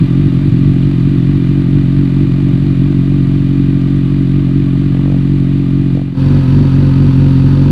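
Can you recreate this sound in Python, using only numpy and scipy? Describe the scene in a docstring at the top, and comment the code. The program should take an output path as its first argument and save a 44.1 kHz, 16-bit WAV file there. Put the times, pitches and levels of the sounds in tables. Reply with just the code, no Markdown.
"""Motorcycle idling on a patio

A four-cylinder engine hunts up and down four or five times a second. Uneven firings ring the silencer
over the clatter of chain, gears and valves; now and then exhaust puffs reach the microphone.
First heard beside the tailpipe, it recedes, and a wider view from the side fades in."""
import sys
import numpy as np
from scipy import signal
from scipy.fft import rfft, irfft, next_fast_len
from scipy.io import wavfile
from scipy.ndimage import uniform_filter1d, minimum_filter1d

SR = 44100
rng = np.random.default_rng(int(sys.argv[2]) if len(sys.argv) > 2 else 0)


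def digitize_waveform(pressure):
    """Quantize a signal to 16-bit integers and store it at the path in sys.argv[1].

    Rows of a 2-D input are taken as channels; values are limited to [-1, 1].
    """
    field = np.atleast_2d(pressure).T
    bounded = np.clip(field, -1, 1)
    quanta = np.round(bounded * 32767).astype(np.int16)
    wavfile.write(sys.argv[1], SR, quanta)


N = 340011

# Weak burns. Each row: time in seconds, level change in dB.
WEAK_BURNS = [(.065, -4), (.497, -10), (.945, -2.5)]
# Cylinders. Each row: blowdown moment in firing periods, low push in dB, sharp bark in dB.
CLOSE_CYLINDERS = [(.615, -2.5, 1), (.615, -1, -3), (0.608, -2, -0.5), (.613, -0.3, -3)]
WIDE_CYLINDERS = [(0.507, 0.27, 3.4), (0.5106, -0.1, -1), (0.5077, -0.094, 2.4), (0.5045, -0.31, 0.69)]
# Hunting idle. Each row: time in seconds, mean firing rate in Hz, swing in Hz, hunting rate in Hz.
CLOSE_IDLE = [(0, 45.83, 3.2, 4.2), (.79, 45.65, 2.2, 4.78), (1.03, 45.26, 2.8, 4.32),
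              (1.65, 45.84, 2.1, 4.69), (3.03, 46.14, 1.35, 4.12), (3.75, 45.89, 0, 5.68),
              (3.85, 45.9, 1.45, 4.71), (5.32, 46.09, 1.0, 4.01), (6.1, 45.5, .92, 4.66)]
WIDE_IDLE = [(6.2, 45.78, 1.09, 4.11), (6.43, 46.09, 3.0, 3.49), (6.82, 45.92, 1.0, 4.53),
             (7.11, 45.8, 2.1, 5.3), (7.34, 44.77, .7, 3.54), (7.7, 47.1, 0, 4.32)]
# Silencer resonances. Each row: centre in Hz, width in Hz, gain in dB.
CLOSE_SILENCER = [(40.8, 20, -16.5), (109.2, 23.1, -3), (120, 16.02, 2.5), (164.2, 18.2, -3),
                  (249.8, 74.2, -13.5), (279.65, 25.3, -8), (334, 21.5, -15.5), (361, 81.5, -24.5)]
WIDE_SILENCER = [(46.7, 27, -18), (111.7, 17.64, 2), (132.1, 47.9, -3.5), (183.4, 14, -18),
                 (240.3, 15, -19), (263.6, 18, -7.5), (337, 46, -28), (394.5, 15, -24.5), (514, 7.1, -27)]
# Clatter and puff spectra. Each row: frequency in Hz, relative density in dB.
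CLOSE_CLATTER = [(200, -7.5), (450, 0.5), (630, 2), (770, -4), (880, -2), (1500, -6.5), (2900, -11),
                 (4400, -13), (5200, -24.5), (6000, -27.5), (10300, -32.5), (12000, -37.5), (15500, -47)]
WIDE_CLATTER = [(200, -11.5), (500, -1), (940, 0.5), (1100, -5.5), (1900, -5.5), (2250, -12), (3200, -12),
                (4600, -12.5), (5200, -22.5), (6000, -28), (9800, -30), (12000, -40), (15500, -43)]
PUFF_SPECTRUM = [(10, -8), (30, -7), (100, -8), (300, 0.5), (500, 5), (750, -3.5), (1100, -12), (2000, -22),
                 (5000, -39), (15000, -50)]
# Casing and shield resonances. Each row: centre in Hz, width in Hz, lift in dB.
CLOSE_CASING = [(693, 100, -3), (1173, 140, 4.5), (1936, 200, 5), (2230, 180, -2.5), (2410, 120, 7.5)]
WIDE_CASING = [(460, 140, -8.5), (513, 22, 5), (1270, 88, 4.5), (1810, 140, 3.5), (2580, 440, 5.5),
               (4350, 100, 3.5)]
# Exhaust gusts at the microphone. 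Each row: start in seconds, length in seconds, level in dB.
PLUME_GUSTS = [(4.741, 0.02, -34), (4.935, .067, -32.5), (5.028, .135, -33.5), (5.93, .085, -32),
               (6.062, 0.027, -41.5)]

IDLE_HZ = 46
UNREST_DB, SETTLE_S = 2, 9.9  # firing scatter, dying down as the engine warms
RETREAT_START_S, RETREAT_M_PER_S = 5.936, 1.9
FADE_START_S, FADE_S = 6.128, 0.077


def exhaust(at, push_db, bark_db, modes, knee_hz, muffle_hz, turbulence_db):
    """Each firing rings the silencer with a low push, a sharp bark and a swirl of gas."""
    push, bark = pulses(at, amp(push_db)), pulses(at, amp(bark_db))
    swirl = amp(turbulence_db) * bark.std() * bursts(at, amp(bark_db), life_s=0.0023)
    drive = filtered(push, lambda hz: lowpass(hz, knee_hz, order=4))
    drive += filtered(bark + swirl, lambda hz: 1 - lowpass(hz, knee_hz, order=4))

    def silencer(hz):
        ring = sum((-1) ** k * amp(db) * 1j * hz * width / (centre ** 2 - hz ** 2 + 1j * hz * width)
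                   for k, (centre, width, db) in enumerate(modes))
        packing = lowpass(hz, muffle_hz, order=10)  # soaks up treble
        outlet = 1 - lowpass(hz, edge_hz=30, order=8)  # too small to radiate deep bass
        return ring * packing * outlet

    return unit(filtered(drive, silencer))


def firings(rate_hz, cylinders, push_db_per_hz, bark_db_per_hz, jitter, bark_scatter):
    """Cylinders fire in turn. Returns crank angle in firings, sample positions, push dB and bark dB."""
    crank = np.cumsum(rate_hz) / SR
    chance = rng.uniform(-np.sqrt(3), np.sqrt(3), (int(crank[-1]) + 1, 3))
    n = np.arange(len(chance)) - 1  # already running
    moment, push_db, bark_db = np.array(cylinders)[n % len(cylinders)].T
    scatter = np.interp(n, crank, UNREST_DB * np.exp(-since(0) / SETTLE_S))
    at = np.interp(n + moment + jitter * scatter * chance[:, 0], crank, np.arange(N))
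    surge_hz = np.interp(n + moment, crank, rate_hz - IDLE_HZ)
    stumble_db = sum(db * (n == n[np.argmin(abs(at / SR - s))]) for s, db in WEAK_BURNS)
    push_db = push_db + push_db_per_hz * surge_hz + stumble_db + scatter * chance[:, 1]
    bark_db = bark_db + bark_db_per_hz * surge_hz + stumble_db + bark_scatter * scatter * chance[:, 2]
    return crank, at, push_db, bark_db


def hunting(idle, crest_s, trough=0.16):
    """Firing rate in Hz: the idle sags in sharp dips between rounded crests."""
    times_s, *columns = np.transpose(idle)
    mean_hz, swing_hz, hunt_hz = (np.interp(since(0), times_s, column) for column in columns)
    cycles = np.cumsum(hunt_hz) / SR
    angle = 2 * np.pi * (cycles - cycles[round(crest_s * SR)])
    return mean_hz + swing_hz * (np.cos(angle) - trough * np.cos(2 * angle))


def clatter(crank, at, spectrum, casing, tick_db, gas_db, valve_spread_db, valves=16):
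    """Whirring chain and gears, valve ticks and a gust of gas per firing, coloured by the casings."""
    n = np.arange(int(crank[-1] * 4))  # four ticks per firing
    chance = rng.uniform(-np.sqrt(3), np.sqrt(3), (len(n), 2))
    ticks_at = np.interp(n / 4 + 0.02 * chance[:, 0], crank, np.arange(N))
    # each valve has its own clearance: the pattern repeats every cam turn
    clearance_db = valve_spread_db * rng.permutation(np.linspace(-1, 1, valves))
    ticks = bursts(ticks_at, amp(clearance_db[n % valves] + 4.3 * chance[:, 1]), life_s=0.00043)
    gas = bursts(at, np.ones(len(at)), life_s=0.0034)
    whirr = rng.standard_normal(N)
    knocks = unit(whirr + amp(tick_db) * ticks + amp(gas_db) * gas)
    ringing = knocks + amp(-10) * metal_ring(knocks)

    def lift_db(hz):
        return sum(db / (1 + (2 * (hz - centre) / width) ** 2) for centre, width, db in casing)

    return unit(filtered(ringing, lambda hz: colour(spectrum, hz) * amp(lift_db(hz))))


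def metal_ring(knocks, t60_s=0.015):
    """The many small modes of the metal ring on briefly."""
    t = np.arange(SR // 10) / SR
    tail = rng.standard_normal(len(t)) * amp(-60 * t / t60_s)
    return unit(signal.fftconvolve(knocks, tail)[:N])


def gear_whine(crank, cycles_per_firing=11):
    """A gear tone locked to the crank."""
    return unit(np.sin(2 * np.pi * cycles_per_firing * crank))


def puffs(at, travel_s=0.008, edge_s=0.013):
    """While the plume drifts onto the microphone, each firing lands as a soft chuff."""
    sizes = np.ones(len(at))
    swirls = unit(pulses(at, sizes)) + bursts(at, sizes, life_s=0.0009)
    chuffs = unit(filtered(swirls, lambda hz: colour(PUFF_SPECTRUM, hz)))
    plume = sum(amp(db) * (ramp(start_s, edge_s) - ramp(start_s + length_s, edge_s))
                for start_s, length_s, db in PLUME_GUSTS)
    return plume * np.roll(chuffs, round(travel_s * SR))


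def close_view():
    """Beside the tailpipe: a throaty beat over light clatter."""
    rate_hz = hunting(CLOSE_IDLE, crest_s=0.215)
    crank, at, push_db, bark_db = firings(rate_hz, CLOSE_CYLINDERS, push_db_per_hz=0.96,
                                          bark_db_per_hz=0.032, jitter=0.0066, bark_scatter=0.97)
    beat = exhaust(at, push_db, bark_db, CLOSE_SILENCER, knee_hz=190, muffle_hz=469, turbulence_db=-12)
    beat *= drift(-9, db_per_s=-0.12) * receding(distance_m=0.3)
    engine = clatter(crank, at, CLOSE_CLATTER, CLOSE_CASING, tick_db=-9, gas_db=-6.5, valve_spread_db=6.5)
    engine *= drift(-35.5, db_per_s=-0.36) * receding(distance_m=0.45)
    return beat + engine + puffs(at)


def wide_view():
    """From the side, before the house wall: boomier, with more of the engine."""
    rate_hz = hunting(WIDE_IDLE, crest_s=6.315)
    crank, at, push_db, bark_db = firings(rate_hz, WIDE_CYLINDERS, push_db_per_hz=0.61,
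                                          bark_db_per_hz=1.9, jitter=0.0087, bark_scatter=1.1)
    beat = exhaust(at, push_db, bark_db, WIDE_SILENCER, knee_hz=188, muffle_hz=554, turbulence_db=-19)
    beat *= drift(-7.5, db_per_s=1.1, start_s=FADE_START_S)
    engine = clatter(crank, at, WIDE_CLATTER, WIDE_CASING, tick_db=-7.5, gas_db=-5, valve_spread_db=4)
    engine += amp(-10) * gear_whine(crank)
    engine *= drift(-33, db_per_s=-0.17, start_s=FADE_START_S)
    return beat + engine


def receding(distance_m):
    """Gain falls with distance as the microphone is pulled away."""
    return distance_m / (distance_m + RETREAT_M_PER_S * since(RETREAT_START_S))


def bursts(at, sizes, life_s):
    """Noise bursts that swell and die, rms 1 overall."""
    age = np.arange(SR // 20) / SR / life_s
    envelope = signal.fftconvolve(pulses(at, sizes), age * np.exp(-age))[:N]
    return unit(envelope * rng.standard_normal(N))


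def pulses(at, sizes):
    """Impulses at fractional sample positions."""
    i, part = at.astype(int), at % 1
    return (np.bincount(i, sizes * (1 - part), N + 1) + np.bincount(i + 1, sizes * part, N + 1))[:N]


def filtered(x, response):
    """Apply a complex frequency response."""
    size = next_fast_len(N + SR // 2)
    return irfft(rfft(x, size) * response(np.fft.rfftfreq(size, 1 / SR)), size)[:N]


def colour(spectrum, hz):
    """Gain of (Hz, dB) points joined on a log axis."""
    points_hz, db = np.transpose(spectrum)
    return amp(np.interp(np.log(hz + 1), np.log(points_hz), db))


def lowpass(hz, edge_hz, order):
    """Gain of a smooth roll-off."""
    return 1 / (1 + (hz / edge_hz) ** order)


def drift(db, db_per_s, start_s=0):
    """Gain of a slowly drifting level."""
    return amp(db + db_per_s * since(start_s))


def ramp(start_s, length_s):
    """Linear rise from 0 to 1."""
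    return np.minimum(since(start_s) / length_s, 1)


def since(start_s):
    """Seconds since start_s, zero before."""
    return np.maximum(np.arange(N) / SR - start_s, 0)


def amp(db):
    """Decibels to gain."""
    return 10 ** (np.asarray(db) / 20)


def unit(x):
    """Scale to rms 1."""
    return x / np.sqrt(np.mean(x ** 2) + 1e-20)


def scene():
    """The close view cross-fades to the wide view."""
    fade = ramp(FADE_START_S, FADE_S)
    return ((1 - fade) * close_view() + fade * wide_view())[None]


def record(dry):
    """Fast peak limiter at full scale, then a band limit."""
    window, top_hz = SR // 200, 15720
    needed_gain = 1 / np.maximum(abs(dry[0]), 1)
    gain = uniform_filter1d(minimum_filter1d(needed_gain, window), window)
    return filtered(dry[0] * gain, lambda hz: hz < top_hz)[None]


dry = scene()
out = record(dry)
digitize_waveform(out)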